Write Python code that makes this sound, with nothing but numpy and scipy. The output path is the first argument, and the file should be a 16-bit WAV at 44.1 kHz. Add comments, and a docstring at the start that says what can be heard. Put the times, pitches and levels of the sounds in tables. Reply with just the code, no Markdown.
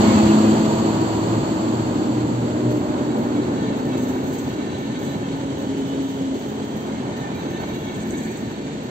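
"""Wheels and rails rumble, roar and hiss as coaches roll past a platform, a few metres to the right: shaped noise.
Ahead, an electric locomotive pulls away, its drive humming in harmonics that climb and converter tones that sink.
Each passing bogie rings faintly in damped wheel modes; wheels squeal in short, overlapping, sagging notes.
Grit crackles in decaying noise bursts, and steel scrapes and chatters in strokes of resonant noise."""
import sys
import numpy as np
from scipy import signal
from scipy.fft import rfft, irfft, next_fast_len
from scipy.io import wavfile

SR = 44100
rng = np.random.default_rng(int(sys.argv[2]) if len(sys.argv) > 2 else 0)


def pcm_store(signal):
    """Save signal as 16-bit PCM."""
    levels = np.round(np.clip(np.atleast_2d(signal), -1, 1) * 32767)
    wavfile.write(sys.argv[1], SR, levels.astype(np.int16).T)


N = 392477
TIME = np.arange(N) / SR
SIZE = next_fast_len(N, real=True)
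FREQS = np.maximum(np.arange(SIZE // 2 + 1) * SR / SIZE, 1)
SPEED_M_PER_S = 6.26

# passing bogies: (time abreast [s], ringing level [dB])
BOGIE_PASSES = [(3.7, -45.5), (4.901, -46), (7.65, -44.5), (8.65, -49.5)]


def from_db(db):
    """Level to amplitude: 20 dB is a factor of ten."""
    return 10 ** (np.asarray(db) / 20)


def rms_one(x):
    """Normalises the mean power to 1."""
    return x / np.sqrt(np.mean(x ** 2) + 1e-20)


def in_time(rows):
    """Linear interpolation of each column of a curve at every sample."""
    s, *columns = np.transpose(rows)
    return [np.interp(TIME, s, c) for c in columns]


def over_hz(points):
    """Interpolation of a spectrum along a logarithmic frequency axis."""
    hz, value = np.transpose(points)
    return np.interp(np.log(FREQS), np.log(hz), value)


def drift(corner_hz):
    """Slow random modulation of unit power: white noise through two equal low-pass poles."""
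    step = 40   # samples between slow values
    pole = np.exp(-2 * np.pi * corner_hz * step / SR)
    white = rng.standard_normal(N // step + 2002)
    slow = signal.lfilter([1], [1, -2 * pole, pole * pole], white)[2000:]   # without the filter's run-in
    return np.interp(np.arange(N) / step, np.arange(len(slow)), rms_one(slow))


def pan(left_minus_right_db):
    """Stereo by level difference: half of it on each channel, with opposite signs."""
    return from_db(np.array([[left_minus_right_db], [-left_minus_right_db]]) / 2)


def resonances(modes, width_hz):
    """Modal superposition: the powers of equally damped resonances add; width is taken at half amplitude."""
    power = 0
    for hz, db in modes:
        detuning = 2 * (FREQS - hz) / width_hz
        power = power + from_db(db) ** 2 / (1 + detuning ** 2) ** 2
    return np.sqrt(power)


def field(gain, lag_s=0.00039):
    """Direct and diffuse field: direct noise reaches the left side late; diffuse noise loses coherence with pitch."""
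    # share of the power that arrives directly: (frequency [Hz], share [0-1])
    direct_share = [(100, 0.65), (500, 0.7), (1400, 0.57), (2400, 0.23), (8000, 0.04)]
    port_gap_s = 0.00028   # travel time between the two receiving points
    turn = np.float32(2 * np.pi) * rng.random((3, len(FREQS)), dtype=np.float32)
    direct, mid, side = np.cos(turn) + 1j * np.sin(turn)
    hz = np.float32(FREQS)
    share = np.float32(np.clip(over_hz(direct_share), 0, 1))
    coherence = .93 * np.sinc(hz * np.float32(2 * port_gap_s))
    mid = mid * np.sqrt((1 - share) * (1 + coherence) / 2)
    side = side * np.sqrt((1 - share) * (1 - coherence) / 2)
    direct = direct * np.sqrt(share)
    late = hz * np.float32(2 * np.pi * lag_s)
    left = direct * (np.cos(late) - 1j * np.sin(late)) + mid + side
    right = direct + mid - side
    return rms_one(irfft(np.float32(gain) * np.array([left, right]), SIZE)[:, :N])


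def noise(spectrum, level_db, flutter_db, rate_hz):
    """Amplitude-modulated coloured noise: its level flutters about a curve."""
    return field(from_db(over_hz(spectrum))) * from_db(level_db + flutter_db * drift(rate_hz))


def tone(hz, level_db, rough, rate_hz, lag_s):
    """Multipath fading: shifting reflections off coaches and platform blur a sine, increasingly with time."""
    delay = np.array([[lag_s], [0]])   # the left side hears it later
    phase = (2 * np.pi * (np.cumsum(hz) / SR - hz * delay)).astype(np.float32)
    blur = rough + 0.021 * TIME
    in_phase = np.sin(phase) * (1 + blur * drift(rate_hz))
    quadrature = np.cos(phase) * blur * drift(rate_hz)
    return from_db(level_db) * rms_one((in_phase + quadrature) / np.sqrt(1 + 2 * blur ** 2))


def swell(s, length_s):
    """Half-sine envelope of a short stroke, with the samples that it covers."""
    at = np.arange(max(int(s * SR), 0), min(int((s + length_s) * SR), N))
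    return at, np.sin(np.pi * (TIME[at] - s) / length_s)


def passing(abreast_s, reach_m):
    """Sideways directivity and spreading: gain is 1 abreast and 1/2 at the reach along the track."""
    return 1 / (1 + (SPEED_M_PER_S * (TIME - abreast_s) / reach_m) ** 2)


def ring_out(envelope, decay_s):
    """Energy storage: a one-pole average lets an envelope build up and linger."""
    keep = np.exp(-1 / (decay_s * SR))
    return signal.lfilter([1 - keep], [1, -keep], envelope)


CRUMBS_DECAY_S = 0.11   # trail of grit after a crackle or a scrape


def crackles(rise_s=.009, snap_decay_s=0.015, crumbs_db=-6.5):
    """Fracture bursts: powers add, each with a rapid snap and a longer trail of crumbs."""
    # gritty crackles beside the wheels: (start [s], relative level [dB])
    crackle_bursts = [(2.703, -37), (3.177, -39.5), (3.763, -41), (3.845, -41), (3.968, -36), (4.02, -35),
                      (4.078, -36.5), (4.231, -39), (4.262, -35), (4.326, -33), (4.381, -40), (4.475, -42),
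                      (4.778, -41), (4.985, -38), (5.025, -38), (5.095, -44), (5.352, -46), (5.577, -39),
                      (5.77, -43), (5.865, -41), (6.019, -40), (6.083, -39), (6.13, -47), (6.335, -42),
                      (6.385, -39), (6.478, -39), (6.64, -41), (6.76, -38), (7.162, -43), (7.343, -41),
                      (7.385, -44), (7.5, -42), (7.595, -40), (7.678, -39.5), (7.742, -40), (7.785, -39),
                      (7.9, -46), (7.951, -43), (8.065, -39), (8.5, -46), (8.827, -44)]
    power = np.zeros(N)
    for s, db in crackle_bursts:
        start = int(s * SR)
        age = TIME[:min(N - start, SR // 2)]
        snap = np.exp(-age / snap_decay_s)
        crumbs = from_db(crumbs_db) * np.exp(-age / CRUMBS_DECAY_S)
        burst = from_db(db) * np.minimum(age / rise_s, 1) * np.hypot(snap, crumbs)
        power[start:start + len(age)] += burst ** 2
    return np.sqrt(power)


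def steel(tick_db=-6, crumble_db=2.0, ground_off_db=-5, slip_db=3.0, width_hz=260):
    """Fracture and stick-slip: grit bursts; coupling strokes grind off grit and keep buffer plates ringing."""
    # modes of the scraping steel: (frequency [Hz], level [dB])
    coupling_modes = [(6280, -7.5), (7000, -10.5), (7690, -8.5), (8280, -0.5)]
    # lower modes of the buffer plates: (frequency [Hz], level [dB])
    buffer_modes = [(1750, 1), (2250, -4)]
    # spectrum of the grit: (frequency [Hz], relative density [dB per Hz])
    grit_spectrum = [(3000, -12), (6500, 13.5), (8200, -14.5), (12000, 7.5), (15500, 7.5)]
    # scraping strokes: (peak time [s], half-width [s], rubbing level [dB], drive of the buffer plates [dB])
    scrape_strokes = [(3.992, 0.018, -47, -54), (4.035, 0.023, -47, -52), (4.096, .022, -47, -50),
                      (4.285, 0.033, -49.5, -54), (4.342, 0.02, -45.5, -45), (4.389, .008, -40.5, -53),
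                      (5.055, 0.046, -49, -57), (7.96, .018, -46, -58), (8.02, 0.026, -46, -42),
                      (8.118, 0.023, -43.5, -36), (8.188, 0.021, -41, -44), (8.253, 0.027, -43.5, -41),
                      (8.315, 0.019, -45, -42), (8.377, 0.017, -45, -52)]
    rubbing, buffer_drive = np.zeros((2, N))
    for s, width, rub_db, buffer_db in scrape_strokes:
        stroke = np.exp(-np.minimum(((TIME - s) / width) ** 2, 20))
        rubbing += from_db(rub_db) * stroke
        buffer_drive += from_db(buffer_db) * stroke
    ground_off = from_db(ground_off_db) * ring_out(rubbing, CRUMBS_DECAY_S)
    grit_gain = np.hypot(from_db(tick_db) * crackles(), ground_off)
    grit = grit_gain * noise(grit_spectrum, 0, flutter_db=crumble_db, rate_hz=200)
    stick_slip = from_db(slip_db * drift(120))
    scrapes = rubbing * field(resonances(coupling_modes, width_hz)) * stick_slip
    plates = ring_out(buffer_drive, decay_s=.05) * field(resonances(buffer_modes, width_hz))
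    return grit * pan(-2.5) + (scrapes + plates) * pan(-2.2)


def squeals(waver=.0042, chatter_db=2.5, scatter_rad=0.79):
    """Stick-slip oscillation: slipping wheels sing, chatter, waver and sag; reflections scatter the phase."""
    # brief squeals: (start [s], length [s], mid-note pitch [Hz], sag [share of pitch per s], peak level [dB])
    squeal_notes = [(.015, .13, 2185, 0, -36), (.09, .1, 4650, 0, -47), (.13, .1, 2630, 0.75, -38),
                    (.26, .08, 2850, .3, -40), (.28, .08, 2580, .8, -41), (.44, .06, 2510, 0, -40),
                    (3.824, .16, 6330, 0, -61), (3.89, .12, 2610, 0, -47), (4.38, 0.67, 2750, 0.048, -54),
                    (4.48, .49, 6300, .01, -59), (4.54, .3, 2260, 0, -54), (4.58, .25, 3350, 0, -54),
                    (4.66, .12, 3965, .02, -49), (4.85, 0.39, 2260, .01, -50), (4.93, .22, 3365, 0, -52),
                    (5.05, .13, 3985, 0, -47), (5.65, .45, 3005, 0.017, -50),
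                    (5.75, 0.41, 3340, 0.036, -55), (5.8, 0.42, 3720, 0, -53),
                    (6.55, 0.34, 3230, 0.11, -53), (6.7, .2, 1804, 0.034, -53),
                    (6.75, 0.8, 2270, 0.022, -58), (6.88, 0.21, 2131, .01, -48.5),
                    (7.18, 0.15, 1776, 0, -42), (7.2, 0.27, 2385, .01, -47), (7.28, 0.3, 3850, 0.031, -52),
                    (7.3, .27, 1530, 0.061, -57), (7.3, 0.53, 6287, 0.054, -54), (7.38, .28, 2665, 0, -50),
                    (7.46, 0.19, 1787, 0.019, -48), (7.6, 0.22, 2265, .02, -45.5),
                    (7.68, .25, 3665, .01, -53), (7.7, 0.18, 2780, 0, -54.5), (7.7, 0.34, 3355, .01, -49.5),
                    (7.83, .17, 2228, .02, -48), (8.03, .25, 3340, 0, -57), (8.1, 0.39, 4430, .02, -53),
                    (8.18, .2, 2410, 0, -51), (8.464, 0.31, 2370, .03, -52), (8.48, .28, 4010, 0, -54),
                    (8.5, .27, 4384, .04, -55), (8.58, .26, 3655, 0, -56), (8.6, .23, 6826, 0.059, -60),
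                    (8.62, .18, 2930, .04, -55)]
    out = np.zeros((2, N))
    bend = 1 + waver * drift(15.3)
    chatter = rms_one(from_db(chatter_db * drift(45)))
    reflected = scatter_rad * np.array([drift(14), drift(14)])
    for s, length, hz, sag, level_db in squeal_notes:
        at, envelope = swell(s, length)
        own = (at + int(rng.random() * N)) % N   # each note reads its own stretch of the modulations
        pitch = hz * (bend[own] - sag * (TIME[at] - s - length / 2))
        note = np.sin(2 * np.pi * np.cumsum(pitch) / SR + reflected[:, own])
        out[:, at] += from_db(level_db) * envelope * rms_one(chatter[own]) * note
    return out


def wheels(distance_m=4.1, width_hz=42, waver_db=3.0, wear=.005, wobble=.004):
    """Modal ringing and Doppler shift: wavering groups of wheel modes swell and drop in pitch at each bogie."""
    # ringing modes of a wheel: (frequency [Hz], level [dB])
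    wheel_modes = [(1530, 0.5), (1750, -5), (1800, 2), (2135, -4.5), (2260, -1), (2380, -9.5), (2680, -6),
                   (2800, -7.5), (2970, -4.5), (3250, -4.5), (3350, -6), (3660, -3), (3850, -6),
                   (3950, -4.5), (4030, -6.5), (4360, -5), (6270, -11.5), (6380, -10), (6830, -19.5)]
    out = np.zeros((2, N))
    groups = [resonances(wheel_modes[k::3], width_hz) for k in range(3)]
    total = sum(np.sum(modes ** 2) for modes in groups)
    rings = [field(modes) * np.sqrt(np.sum(modes ** 2) / total) for modes in groups]
    for abreast, level_db in BOGIE_PASSES:
        path_m = np.hypot(distance_m, SPEED_M_PER_S * (TIME - abreast))
        # no two wheels are worn alike, and their load shifts
        tuning = 1 + wear * rng.standard_normal() + wobble * drift(2.014)
        sent = (np.cumsum(tuning) / SR - path_m / 343) % TIME[-1]   # sound travels at 343 m/s
        ringing = sum(ring * from_db(waver_db * drift(12)) for ring in rings)
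        heard = np.array([np.interp(sent, TIME, side) for side in ringing])
        out += heard * passing(abreast, distance_m) * from_db(level_db)
    return out


def hum_level(hz, start_db, fade_db_per_s, booms):
    """Resonant transmission: a fading tone is boosted or dips as its pitch crosses each band."""
    grid = np.arange(80, 800, .25)
    boom_db = sum(db * np.exp(-((grid - centre) / width) ** 2) for centre, width, db in booms)
    return start_db - fade_db_per_s * TIME + np.interp(hz, grid, boom_db)


def locomotive():
    """Harmonic radiation: drive hum climbs, converter tones sink, brief hums swell, cooling air recedes."""
    # climbing fundamental of the drive: (time [s], pitch [Hz])
    drive_pitch = [(0, 105.3), (.6, 108.7), (1.3, 113), (2, 117.7), (3, 122.6), (4, 127), (6, 136.6),
                   (8.9, 149.5)]
    # sinking tone of the converter: (time [s], pitch [Hz])
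    converter_pitch = [(0, 332.5), (.5, 328.7), (1.1, 324.5), (1.9, 315), (2.6, 304.7), (3.4, 293.1),
                       (4.3, 282.5), (5.5, 273.6), (6.2, 269.6), (8.9, 253.4)]
    # drive harmonics from the first: (start level [dB], fade [dB per s], roughness [ratio], left lag [s])
    drive_tones = [(-32, 1.6, 0.32, 0.00015), (-28, 3, 0, 0.00012), (-34, 1.5, 0.25, 0.00011),
                   (-37.5, 3.5, 0.2, 0.0006), (-34.5, 6, 0, 0.0004), (-30.5, 12, 0.6, 0.00035)]
    # converter tone and octave: (start level [dB], fade [dB per s], roughness [ratio], left minus right [dB])
    converter_tones = [(-25, 2.5, 0.13, 0.5), (-44, 1.5, 0.7, -2.5)]
    # bands that the drive harmonics cross: (centre [Hz], half-width [Hz], boost [dB])
    drive_booms = [(113.3, 0.42, 6), (116.4, 0.6, 7), (119.1, 0.76, 7), (121, 0.19, 12.5), (214.8, 6, 12),
                   (225.7, 3.5, -13), (238, 12, 4), (254.7, 2.8, 13.5), (302, 8, 2)]
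    # bands that the converter tones cross: (centre [Hz], half-width [Hz], boost [dB])
    converter_booms = [(271.7, 3.8, 11.5), (293.2, 4.5, 4.5), (301.7, 3.3, 2.5), (316, 2.2, 3),
                       (324, 1.7, 3), (330, 1.7, 4.5), (547, 8.9, 7.5), (600, 20, 12), (664.4, 3.9, 12)]
    # further hums: (start [s], length [s], start pitch [Hz], glide [Hz per s], peak level [dB], roughness [ratio])
    brief_hums = [(0, 1.65, 936, 15, -40, 1.14), (1.9, 0.57, 298.2, -3, -27.5, 0.46),
                  (3.399, 0.76, 436.4, -5, -36.5, .7), (5.499, .8, 408.4, 5.5, -35, 0.54),
                  (6.104, 1.35, 213.1, 8.5, -36, 0.9), (7.1, 1.58, 337.8, 23.5, -38, 0.35),
                  (7.599, 0.95, 214.5, 3.5, -33, 0.5)]
    # spectrum of the cooling air: (frequency [Hz], relative density [dB per Hz])
    air_spectrum = [(500, -10), (800, 9.5), (1000, 12), (1250, 10.5), (1600, -10.5), (2000, -5.5),
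                    (3000, 2), (3900, -2.5), (4450, 4), (5500, -6), (6500, -6.5), (7450, 0.5),
                    (9000, -13.5), (15500, -21)]
    out = np.zeros((2, N))
    drive_hz = in_time(drive_pitch)[0]
    converter_hz = in_time(converter_pitch)[0]
    for k, (db, fade, rough, lag) in enumerate(drive_tones, 1):
        level_db = hum_level(k * drive_hz, db, fade, drive_booms)
        out += tone(k * drive_hz, level_db, rough, rate_hz=3.4, lag_s=lag)
    for k, (db, fade, rough, left_db) in enumerate(converter_tones, 1):
        level_db = hum_level(k * converter_hz, db, fade, converter_booms) + 1.5 * drift(2)
        out += tone(k * converter_hz, level_db, rough, rate_hz=6 * k, lag_s=0.00029) * pan(left_db)
    for s, length, hz, glide, db, rough in brief_hums:
        at, envelope = swell(s, length)
        hum = tone(hz + glide * (TIME - s), db, rough, rate_hz=hz / 36, lag_s=0.00013)
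        out[:, at] += envelope * hum[:, at]
    air_db = -29.5 - 5 * TIME + .5 * drift(24)   # fades by 5 dB per s
    air = field(from_db(over_hz(air_spectrum)), lag_s=0.00029) * from_db(air_db)
    return out + air * pan(.5)


def rolling(bogie_reach_m=5, start_m=5.99):
    """Roughness excitation: wheels shake track, bogies and rails, less as the heavy locomotive leaves."""
    # spectra, each: (frequency [Hz], relative density [dB per Hz])
    rumble_spectrum = [(20, -24), (40, -30.5), (65, -10.5), (90, -4.5), (130, -1), (190, -0.5),
                       (260, -22.5), (400, -52.5)]
    roar_spectrum = [(130, -39.5), (210, 1), (280, 1), (380, -4), (500, -9.5), (650, -18), (1000, -56.5)]
    singing_spectrum = [(350, -39), (560, -1), (700, -2.5), (920, -2), (1150, -10.5), (1500, -11),
                        (2200, -24), (4000, -53)]
    hiss_spectrum = [(900, -22.5), (1500, -1.5), (1850, 1.9), (2500, -0.5), (4400, -2.5), (6400, -7),
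                     (7600, -10), (9000, 7), (12000, -26), (15500, -35)]
    rubbing_spectrum = [(1500, -23), (2650, -18.5), (2980, -2), (3330, -3), (3600, -11), (5000, -14.5),
                        (6300, -12), (7600, -18), (8800, 0.5), (12000, -48)]   # under the middle coach
    # level laws, each: (start level [dB], drop per doubling of distance [dB], swell at a bogie [dB])
    rumble_law = (-26.5, 3.51, 0.68)
    roar_law = (-19, 3.97, 0.67)
    singing_law = (-26, 4.7, 0.55)
    # surges of the rolling noise: (time [s], half-width [s], rumble [dB], roar [dB], singing [dB])
    surge_times = [(.15, 0.3, 3, -0.5, 1), (3.15, 0.32, 0, 1.5, 1.3), (3.65, 0.55, 0, 2, 1.1),
                   (5.3, 0.23, 2.5, 0, 0.5), (7.3, 0.69, 2.5, 0.5, 4)]
    # start_m: how far the locomotive has already gone past
    doublings = np.log2(1 + SPEED_M_PER_S * TIME / start_m)
    near = sum(passing(abreast, bogie_reach_m) for abreast, _ in BOGIE_PASSES)
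    surges = sum(np.outer(dbs, np.exp(-((TIME - s) / width) ** 2)) for s, width, *dbs in surge_times)
    laws = (rumble_law, roar_law, singing_law)
    levels = [db - drop * doublings + rise * near for db, drop, rise in laws]
    rumble_db, roar_db, singing_db = surges + levels
    rumble = noise(rumble_spectrum, rumble_db, flutter_db=1.0, rate_hz=15) * pan(.3)
    roar = noise(roar_spectrum, roar_db, flutter_db=1.0, rate_hz=13) * pan(.2)
    singing = noise(singing_spectrum, singing_db, flutter_db=0.9, rate_hz=26) * pan(-1.6)
    # contact patches hiss steadily, a trifle less at each bogie; the leading wheels hiss loudly as they go by
    coach_hiss = from_db(-42 - 0.23 * near)
    leading_hiss = from_db(-31.5) * passing(0.072, reach_m=2.6)
    hiss = noise(hiss_spectrum, 0, flutter_db=1.16, rate_hz=38) * pan(-0.55)
    hiss *= np.hypot(coach_hiss, leading_hiss)
    # something rubs under the middle coach: a narrow band in a broad hiss
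    rub = passing(5.97, reach_m=7.3) * noise(rubbing_spectrum, -44.5, flutter_db=0.0, rate_hz=7)
    return rumble + roar + singing + hiss + rub


def scene():
    """Superposition of all the train's sources as heard from the platform."""
    return steel() + squeals() + wheels() + locomotive() + rolling()


def record(dry):
    """Linear filtering: the treble is hollowed, a little differently on each side, and the top is cut."""
    # hollows in the treble: (frequency [Hz], gain [dB])
    treble_hollows = [(4650, 1), (4950, -7.5), (5900, -0.5), (6300, 3), (7650, 5), (7950, 0),
                      (10000, -61.5), (11800, 0)]
    # balance of the two sides: (frequency [Hz], left minus right [dB])
    side_balance = [(1200, 0), (2000, -0.5), (4000, -1.8), (6000, 0.5), (8000, 0), (12000, -3.5)]
    colour_db = over_hz(treble_hollows) + over_hz(side_balance) * np.array([[.5], [-.5]])
    coloured = irfft(rfft(dry, SIZE) * from_db(colour_db), SIZE)[:, :N]
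    low_pass = signal.ellip(12, .1, 90, 15600, fs=SR, output="sos")   # cutoff in Hz
    return signal.sosfilt(low_pass, coloured)


dry = scene()
out = record(dry)
pcm_store(out)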